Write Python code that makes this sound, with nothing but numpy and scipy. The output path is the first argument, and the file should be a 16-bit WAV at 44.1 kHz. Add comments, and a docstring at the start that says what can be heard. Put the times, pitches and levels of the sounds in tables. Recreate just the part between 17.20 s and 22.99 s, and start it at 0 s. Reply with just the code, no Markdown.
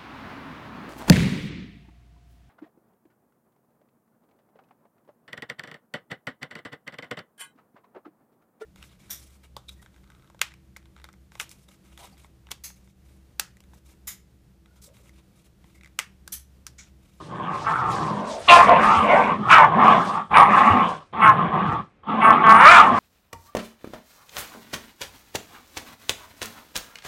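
"""A low puppy growl opens, close to a microphone in a small hard room; yips, yelps and a yowl rise from the play.
Growls: uneven slaps of slack folds and puffs of air ring in chest, pharynx and mouth.
Yips and yowl: taut folds give a harmonic stack, shaped by the moving jaw; the nose adds a fuzzy whistle.
Around them, bursts of treble hiss and crackle, some with the barks, come from filtered noise and clicks;
paws thump as decaying low sines; filtered noise makes floor rumble and room air. High peaks are clipped flat."""
import sys
import numpy as np
from scipy import signal
from scipy.fft import rfft, irfft
from scipy.io import wavfile
from scipy.ndimage import uniform_filter1d

SR = 44100
rng = np.random.default_rng(int(sys.argv[2]) if len(sys.argv) > 2 else 0)


def materialize(psi):
    """Save the field psi as 16-bit PCM at rate SR to the path in sys.argv[1].

    A 1-D psi becomes a single channel; in a 2-D psi each row is a channel.
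    """
    bounded = np.clip(np.atleast_2d(psi).T, -1, 1)
    quanta = np.round(bounded * 32767).astype(np.int16)
    wavfile.write(sys.argv[1], SR, quanta)


def natural_amplitude(level_db):
    """Convert a level in decibels to a linear amplitude factor, elementwise."""
    exponent = np.asarray(level_db, float) / 20
    return 10 ** exponent


N = 255339  # length in samples


def evened(x):
    """Scales to rms 1."""
    return x / np.sqrt(np.mean(x ** 2) + 1e-20)


def add(mix, start_s, sound):
    """Mixes a sound into the track in place, cutting what runs past the end."""
    part = mix[round(start_s * SR):][:len(sound)]
    part += sound[:len(part)]


def unroll(rows):
    """Start time and the other columns of a breakpoint table, drawn as one value a sample."""
    times_s, *columns = np.transpose(rows)
    t = np.arange(times_s[0], times_s[-1], 1 / SR)
    return times_s[0], [np.interp(t, times_s, column) for column in columns]


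def wander(length, ms):
    """Random drift of rms 1 that changes over about ms."""
    window = int(ms * SR / 1000) + 1
    return evened(uniform_filter1d(rng.standard_normal(length), window))


def coloured(x, points):
    """Filters x by a spectrum of (pitch_hz, level_db) and scales it to rms 1."""
    point_hz, point_db = np.transpose(points)
    hz = np.fft.rfftfreq(len(x), 1 / SR)
    gain_db = np.interp(np.log(hz + 1), np.log(point_hz + 1), point_db)
    return evened(irfft(rfft(x) * natural_amplitude(gain_db), len(x)))


def resonate(x, hz, width, order=2):
    """A moving resonance: shifts the curve hz down to zero, smooths, and shifts back."""
    carrier = np.exp(2j * np.pi * np.cumsum(hz * np.ones(len(x))) / SR)
    pole = np.exp(-np.pi * width / SR)
    low = x / carrier + 1e-18
    for _ in range(order):
        low = signal.lfilter([1 - pole], [1, -pole], low)
    return 2 * (carrier * low).real


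def ring(drive, hz, width, db, shifting_db, order):
    """One resonance; tongue and head keep moving, so it swells and fades on its own."""
    swell = natural_amplitude(db + shifting_db * wander(len(drive), ms=49.0))
    return swell * resonate(drive, hz, width, order=order)


def peak_db(t, peak_s, db, rise, fall, hold_s=0):
    """A level that climbs to db at peak_s, holds, and falls, in dB a second."""
    climb = rise * np.maximum(peak_s - t, 0)
    decay = fall * np.maximum(t - peak_s - hold_s, 0)
    return db - climb - decay


def room_air():
    """Faint steady noise, weighted to the bass."""
    # spectrum of the air: pitch_hz, level_db (per Hz, relative)
    air_spectrum = [(18, -17), (30, -2.5), (330, -5.5), (770, -14), (2400, -19), (5900, -40),
                    (15000, -48.5)]
    return natural_amplitude(-61) * coloured(rng.standard_normal(N), air_spectrum)


def floor_rumble(pups):
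    """Low noise carried through floor and hand; it follows the tussle that shakes the floor."""
    rms = np.sqrt(abs(uniform_filter1d(pups ** 2, 8000)))
    activity = rms ** .5  # swells half as far in dB as the play
    rumble = coloured(rng.standard_normal(N), [(25, -18.5), (45, -14.5), (95, 11.5), (400, -83.5)])
    return natural_amplitude(-45.5) * activity * rumble


def thump(db, hz, t60_s=0.11):
    """A soft low push on the floor: a sine that fades in as its level decays."""
    t = np.arange(SR // 4) / SR
    attack = np.minimum(t / 0.033, 1)
    return natural_amplitude(db - 60 * t / t60_s) * attack * np.sin(2 * np.pi * hz * t)


def paw_thumps():
    """Paws landing on the floor, each a short low thump."""
    # landings: start_s, level_db (before attack and decay), pitch_hz
    landings = [(1.369, -18, 72.7), (1.767, -10.5, 86), (2.149, -27.5, 87.5), (3.5, -4, 96),
                (5.721, -15.5, 104)]
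    floor = np.zeros(N)
    for start_s, db, hz in landings:
        add(floor, start_s, thump(db, hz))
    return floor


def treble_bursts(crackles_per_s=900, spread_db=2.5):
    """Bursts of treble hiss and crackle, some with the barks; the hiss swells in patches of pitch."""
    # spectrum of the bursts: pitch_hz, level_db (per Hz, relative)
    burst_spectrum = [(1760, -12), (3000, -15), (3700, -12), (5180, -14), (7150, -17), (8750, -17),
                      (15000, -41)]
    # bursts of hiss and crackle: peak_s, peak_db, initial_fall_db_per_s
    bursts = [(0.0, -51.5, 33), (0.347, -45, 3), (0.718, -41.5, 20.5), (1.089, -40.5, 30.5),
              (1.323, -20.5, 149.5), (1.636, -33, 43.5), (1.92, -48, 29), (2.321, -29.5, 172.5),
              (2.65, -40, 39), (2.856, -40.5, 149.5), (3.18, -48, 115.5), (3.33, -41, 28.5),
              (3.69, -47, 156), (4.482, -52.5, 104), (5.299, -43.5, 23), (5.509, -24, 125.5),
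              (5.78, -40, 66)]
    rise_db_per_s, quickening_db_per_s2 = 492, 54.5
    crackle_sizes = natural_amplitude(spread_db * np.minimum(rng.exponential(1, N), 4))
    crackles = (rng.random(N) < crackles_per_s / SR) * crackle_sizes
    z = signal.stft(.5 * evened(crackles) + rng.standard_normal(N), nperseg=512)[2]
    patches = uniform_filter1d(rng.standard_normal(z.shape), size=50, axis=0)
    patches = evened(uniform_filter1d(patches, size=5, axis=1))
    hiss = signal.istft(z * natural_amplitude(3.0 * patches), nperseg=512)[1][:N]
    t = np.arange(N) / SR
    level = np.zeros(N)
    for peak_s, db, fall in bursts:
        # each burst dies ever faster
        faster_fall = fall + quickening_db_per_s2 * np.maximum(t - peak_s, 0)
        level += natural_amplitude(peak_db(t, peak_s, db, rise_db_per_s, faster_fall))
    return level * coloured(hiss, burst_spectrum)


def nose():
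    """Air whistling in the nose: noise through one high resonance gives a fuzzy whistle."""
    # whistles: peak_s, peak_db, hold_s
    whistles = [(1.308, -35, .015), (3.174, -35.5, 0.0055), (4.039, -44.5, 0.015), (5.049, -40, 0.0076),
                (5.298, -41.5, 0.17)]
    rise_db_per_s, fall_db_per_s = 587, 230
    t = np.arange(N) / SR
    level = sum(natural_amplitude(peak_db(t, peak_s, db, rise_db_per_s, fall_db_per_s, hold_s))
                for peak_s, db, hold_s in whistles)
    return level * evened(resonate(rng.standard_normal(N), hz=9210, width=1200))


def throat(drive, airy, shape, top, mouth_hz, upper_hz, shifting_db):
    """The pharynx, the mouth peak that moves with the jaw, and the upper resonances, each at rms 1."""
    back = resonate(drive, hz=640, width=200)
    low = sum(ring(drive, ratio * mouth_hz, width, db, shifting_db, order=3) for ratio, width, db in shape)
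    high = sum(ring(airy, ratio * upper_hz, width, db, shifting_db, order=3) for ratio, width, db in top)
    return evened(back), evened(low), evened(high)


def growl(rows, hum, held, uneven_db=0.5, breath=1.43):
    """Slack folds slap at uneven times and sizes, each slap with a puff of air."""
    # mouth resonances, jaw half shut: ratio_to_mouth_hz, width_hz, level_db (relative)
    half_shut_mouth = [(0.89, 330, 35.5), (1.14, 440, 39), (1.5, 620, 25)]
    # broad upper resonances: ratio_to_upper_hz, width_hz, level_db (relative)
    broad_top = [(0.8, 498, 18), (1.01, 534, 21), (1.272, 647, 16.5)]
    usual_db, usual_mouth_hz = -20, 1000
    pharynx_follows, bright_follows, third_follows = 0.54, 1.26, .6  # dB per dB of effort
    pharynx_db_per_hz = 0.0331  # the pharynx stands out as the mouth peak sinks
    spent_db = -41  # below this effort the hum dies with the breath
    jaw_shift, tongue_shift = .035, .09  # rms drift of mouth and upper resonances, as a share

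    start_s, (effort_db, mouth_hz) = unroll(rows)
    n = len(effort_db)
    push_db = effort_db - usual_db
    hum_s, hum_db, fold_hz = np.transpose(hum)
    t = start_s + np.arange(n) / SR
    chest_db = np.interp(t, hum_s, hum_db) + np.minimum(effort_db - spent_db, 0)
    rate_hz = np.interp(t, hum_s, fold_hz)
    pharynx_db, brightness_db, upper_hz, third_db = held
    back_db = pharynx_db + pharynx_follows * push_db - pharynx_db_per_hz * (mouth_hz - usual_mouth_hz)
    bright_db = brightness_db + bright_follows * push_db

    turns = np.cumsum(rate_hz * np.exp(.26 * wander(n, ms=7.0))) / SR
    size = natural_amplitude(uneven_db * rng.standard_normal(2000))[turns.astype(int) % 2000]
    slaps = size * np.diff(np.floor(turns), prepend=0) / np.sqrt(rate_hz)
    puffs = size * np.exp(-(turns % 1) / .5) * rng.standard_normal(n)
    drive = evened(slaps) + breath * evened(puffs)

    chest = resonate(drive, rate_hz * (1 + 0.11 * wander(n, ms=40.0)), 78)
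    chest = chest + 0.44 * resonate(drive, 343.5, 75)
    chest = evened(signal.lfilter(*signal.butter(2, 95, "high", fs=SR), chest))  # a small chest has no deep bass
    trembling_mouth_hz = mouth_hz * (1 + jaw_shift * wander(n, ms=60.0))
    drifting_upper_hz = upper_hz * (1 + tongue_shift * wander(n, ms=90.0))
    back, low, high = throat(drive, drive, half_shut_mouth, broad_top,
                             trembling_mouth_hz, drifting_upper_hz, shifting_db=1.6)
    third = evened(ring(drive, 3220, 850, 0, shifting_db=2.0, order=3))
    voice = natural_amplitude(effort_db) * low + natural_amplitude(bright_db) * high + natural_amplitude(chest_db) * chest + natural_amplitude(back_db) * back
    voice = voice + natural_amplitude(third_db + third_follows * push_db) * third
    return start_s, voice * signal.windows.tukey(n, 500 / n)


def taut(hz, shape, mouth_hz, upper_hz, back_db, flutter, rasp):
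    """Taut folds: a harmonic stack whose overtones swell and fray; puffs of air roughen the top."""
    # resonances that an open mouth lets out: ratio_to_upper_hz, width_hz, level_db (relative)
    open_top = [(0.777, 484.5, 13.5), (0.999, 560, 26), (1.2, 640, 18.5), (1.45, 783, 9.5),
                (1.901, 1133, -21)]
    n = len(hz)
    turns = np.cumsum(hz * (1 + flutter * wander(n, ms=4.1))) / SR
    folds = sum(natural_amplitude(1.5 * wander(n, ms=15.0)) * np.cos(2 * np.pi * k * turns) for k in range(2, 16))
    folds = evened(folds * natural_amplitude(1.5 * wander(n, ms=12.0)))
    puffs = np.exp(-(turns % 1) / .5) * rng.standard_normal(n)
    puffs = evened(signal.lfilter(*signal.butter(2, 4500, fs=SR), puffs))
    drive = folds + .3 * rasp * puffs
    airy = folds + rasp * puffs
    back, low, high = throat(drive, airy, shape, open_top, mouth_hz, upper_hz, shifting_db=.6)
    edge = signal.windows.tukey(n, 1200 / n)
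    return (low + natural_amplitude(back_db) * back) * edge, high * edge


def yip(row, flutter, top, rasp):
    """A short call: pitch glides, the jaw follows it, and the bright top dulls."""
    # mouth resonances, jaw wide: ratio_to_mouth_hz, width_hz, level_db (relative)
    wide_mouth = [(0.999, 250, 5.5), (1.266, 350, -1.5), (1.6, 540, -7)]
    jaw_follows = 1.8  # mouth peak goes as pitch to this power
    attack_s, fade_db, dulls_db = 0.045, -2.5, -21.5  # fade and loss of brightness over the whole yip
    top_sinks = .1  # share of its pitch that the top loses over the yip

    start_s, length_s, effort_db, from_hz, to_hz, mouth_hz, back_db = row
    upper_hz, bright_db, top_attack_s = top
    t = np.arange(0, length_s, 1 / SR)
    progress = t / length_s
    hz = from_hz * (to_hz / from_hz) ** progress
    moving_mouth_hz = mouth_hz * (hz / from_hz) ** jaw_follows
    sinking_upper_hz = upper_hz * (1 - top_sinks * progress)
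    body, high = taut(hz, wide_mouth, moving_mouth_hz, sinking_upper_hz, back_db, flutter, rasp)
    body = np.minimum(t / attack_s, 1) * body
    high = np.minimum(t / top_attack_s, 1) * natural_amplitude(bright_db + dulls_db * progress) * high
    return start_s, natural_amplitude(effort_db + fade_db * progress) * (body + high)


def yowl():
    """One long yip that climbs into a yowl; strain makes it brighter, rougher and higher in the throat."""
    # course of the call: time_s, pitch_hz, effort_db, mouth_hz
    course = [(5.23, 224.4, -16.5, 1166), (5.292, 221.5, -10.5, 1097), (5.366, 224, -13.5, 1100),
              (5.454, 284.2, -4.5, 1235), (5.492, 344, -8.5, 1377), (5.518, 359.5, -9.5, 1272),
              (5.564, 339, -10.5, 1219), (5.594, 357.6, -16.5, 1147), (5.67, 270, -30, 1052)]
    # mouth resonances, jaw at its widest: ratio_to_mouth_hz, width_hz, level_db (relative)
    widest_mouth = [(.82, 255, -4), (1.0, 199.5, 8), (1.15, 302, 0.5), (1.421, 401, -4)]
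    start_s, (hz, effort_db, mouth_hz) = unroll(course)
    strain = np.maximum(np.log2(hz / 220), 0)  # octaves above an easy pitch in Hz
    lift_db = 9 * strain
    flutter = .006 + .014 * strain  # rms share of pitch
    rasp = .15 + 1.5 * strain  # puffs re folds
    upper_hz = 2144 + 300 * strain
    body, high = taut(hz, widest_mouth, mouth_hz, upper_hz, -15.5 + lift_db, flutter, rasp)
    return start_s, natural_amplitude(effort_db) * (body + natural_amplitude(-13 + lift_db) * high)


def room(x, t60_s=.2):
    """Dense short tail off close hard walls: sparse noise taps that decay."""
    t = np.arange(SR // 2) / SR
    taps = rng.standard_normal(len(t)) * (rng.random(len(t)) < .05)
    tail = taps * natural_amplitude(-60 * t / t60_s) * (t > .004)
    return signal.fftconvolve(x, tail / np.linalg.norm(tail))[:N]


def scene():
    """Voices, treble bursts and paws, with a room tail on voices and bursts, over faint room air."""
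    # effort and jaw, one curve a breath: time_s, effort_db, mouth_hz
    growls = [
        [(0.0, -34.5, 1070), (0.048, -50, 935), (0.116, -34.5, 934), (0.356, -27.5, 974), (0.412, -38, 1000),
         (0.49, -23, 1030), (0.562, -25, 1124), (0.77, -26.5, 952), (1.08, -31, 840), (1.17, -41, 613),
         (1.27, -69, 572)],
        [(1.27, -39, 1100), (1.294, -14, 1016), (1.386, -14.5, 973), (1.5, -13, 830), (1.6, -14.5, 902),
         (1.78, -18.5, 1095), (1.862, -20, 800), (1.934, -17.5, 795), (2.114, -19.5, 915.6),
         (2.23, -43.5, 1014)],
        [(2.19, -42.5, 990), (2.285, -22.5, 1084), (2.316, -7.5, 1285), (2.428, -16.5, 900), (2.5, -23.5, 910),
         (2.6, -13, 950), (2.73, -10.5, 935), (2.868, -25.5, 932), (2.998, -25, 1030), (3.09, -63, 1010)],
        [(3.09, -56, 990), (3.118, -21.5, 915), (3.17, -6.5, 1006), (3.28, -16.5, 978), (3.33, -11, 996),
         (3.594, -16.5, 962), (3.74, -31, 915), (3.84, -55, 976)],
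        [(3.924, -51, 960), (3.932, -31, 923), (4.066, -12.5, 1183), (4.156, -24, 918), (4.33, -22.5, 940),
         (4.5, -23, 1000), (4.614, -36.5, 970), (4.67, -99.5, 999)],
        [(4.83, -48, 954), (4.876, -35, 996), (4.89, -24.5, 1007), (4.99, -22.5, 917), (5.054, -13.5, 1013),
         (5.226, -18.5, 1000), (5.264, -16.5, 1073), (5.53, -9, 1128), (5.59, -7.5, 1085), (5.69, -17, 968),
         (5.79, -17, 1000)],
    ]
    # the hum in the chest, one curve a breath: time_s, level_db, fold_rate_hz
    chests = [
        [(0.0, -38, 136.2), (0.304, -34, 158.7), (0.36, -40.5, 143.1), (0.812, -30, 146.2), (1.05, -35, 208.6),
         (1.27, -62, 183.4)],
        [(1.27, -40, 243.4), (1.32, -52, 257), (1.446, -27.5, 207.1), (2.056, -30.5, 230.1),
         (2.23, -31.5, 213.8)],
        [(2.23, -33, 148.3), (2.524, -28, 153.5), (2.61, -22.5, 231.5), (2.704, -25.5, 191), (2.79, -26, 215.5),
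         (3.09, -48.5, 191.7)],
        [(3.09, -49.5, 133.1), (3.108, -31.5, 140.8), (3.48, -25.5, 250.2), (3.59, -23, 237.4),
         (3.632, -28, 174.8), (3.84, -56, 164.9)],
        [(3.92, -34, 236.4), (4.0, -32.5, 210.9), (4.07, -27, 140.2), (4.408, -27.5, 164.7),
         (4.468, -24.5, 140.9), (4.67, -39.5, 147.7)],
        [(4.82, -64.5, 260.8), (4.898, -28, 225.1), (5.362, -26, 200.3), (5.53, -38.5, 175.5),
         (5.698, -26, 267.5), (5.79, -29.5, 215)],
    ]
    # how each breath is held at usual effort: pharynx_db, brightness_db, upper_hz, third_resonance_db
    throats = [(-35.5, -38, 2040, -48.5), (-31, -32, 2006, -44), (-47, -39, 2133, -45),
               (-41, -35.5, 2146, -45.5), (-43, -35, 2017, -45), (-42, -37.5, 2174, -46.5)]
    # yips: start_s, length_s, effort_db, start_pitch_hz, end_pitch_hz, start_mouth_hz, pharynx_db (re effort)
    yips = [(0.448, 0.069, -19, 222.4, 223.7, 1132, -15), (1.277, 0.15, -7.5, 353.2, 346.7, 1060, -5),
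            (1.466, 0.077, -15.5, 350, 360, 997, 5), (1.868, 0.15, -14.5, 348.7, 392, 740, -10.5),
            (2.29, 0.17, -8.5, 337.3, 285.1, 1299, -17), (3.13, .12, -12.5, 335.6, 317, 1027, -18),
            (4.007, 0.12, -10, 223.1, 209.9, 1118, -17.5), (5.004, 0.13, -9.5, 224.4, 220.6, 1144, -19)]
    # hoarseness of each yip: pitch_flutter (rms share)
    flutters = [.01, .016, .03, .028, .028, .035, .007, .011]
    # the top of each yip: start_upper_hz, start_brightness_db (re effort), attack_s
    yip_tops = [(2170, -9.5, .025), (2713, 1.5, 0.014), (2070, -2.5, 0.035), (2270, 1.5, 0.058),
                (2412, 3, 0.042), (2353, 2.5, 0.04), (2160, -2, 0.037), (2190, -2, 0.049)]
    # air in the top of each yip: rasp (ratio of puffs to folds)
    rasps = [.5, 1.3, 1.5, 1.3, 1.4, 1.2, .35, .3]

    pups = treble_bursts() + nose()
    for breath in zip(growls, chests, throats):
        add(pups, *growl(*breath))
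    for call in zip(yips, flutters, yip_tops, rasps):
        add(pups, *yip(*call))
    add(pups, *yowl())
    floor = paw_thumps() + floor_rumble(pups)
    return (pups + natural_amplitude(-8) * room(pups) + floor + room_air())[None]


def roll_off(x):
    """The treble ends steeply here."""
    return signal.sosfilt(signal.butter(12, 15600, fs=SR, output="sos"), x)


def record(dry):
    """Thins the deep bass, clips peaks at the ceiling, dulls them in the converter and limits the band."""
    ceiling = .99
    thin = signal.lfilter(*signal.butter(1, 22, "high", fs=SR), dry)
    clipped = np.clip(thin, -ceiling, ceiling)
    dulled = signal.lfilter(*signal.butter(1, 7100, fs=SR), clipped)
    band_limit = signal.firwin(511, 15600, window=("kaiser", 9), fs=SR)
    finished = signal.oaconvolve(dulled, band_limit[None], "same")
    return roll_off(finished)


dry = scene()
out = record(dry)
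materialize(out)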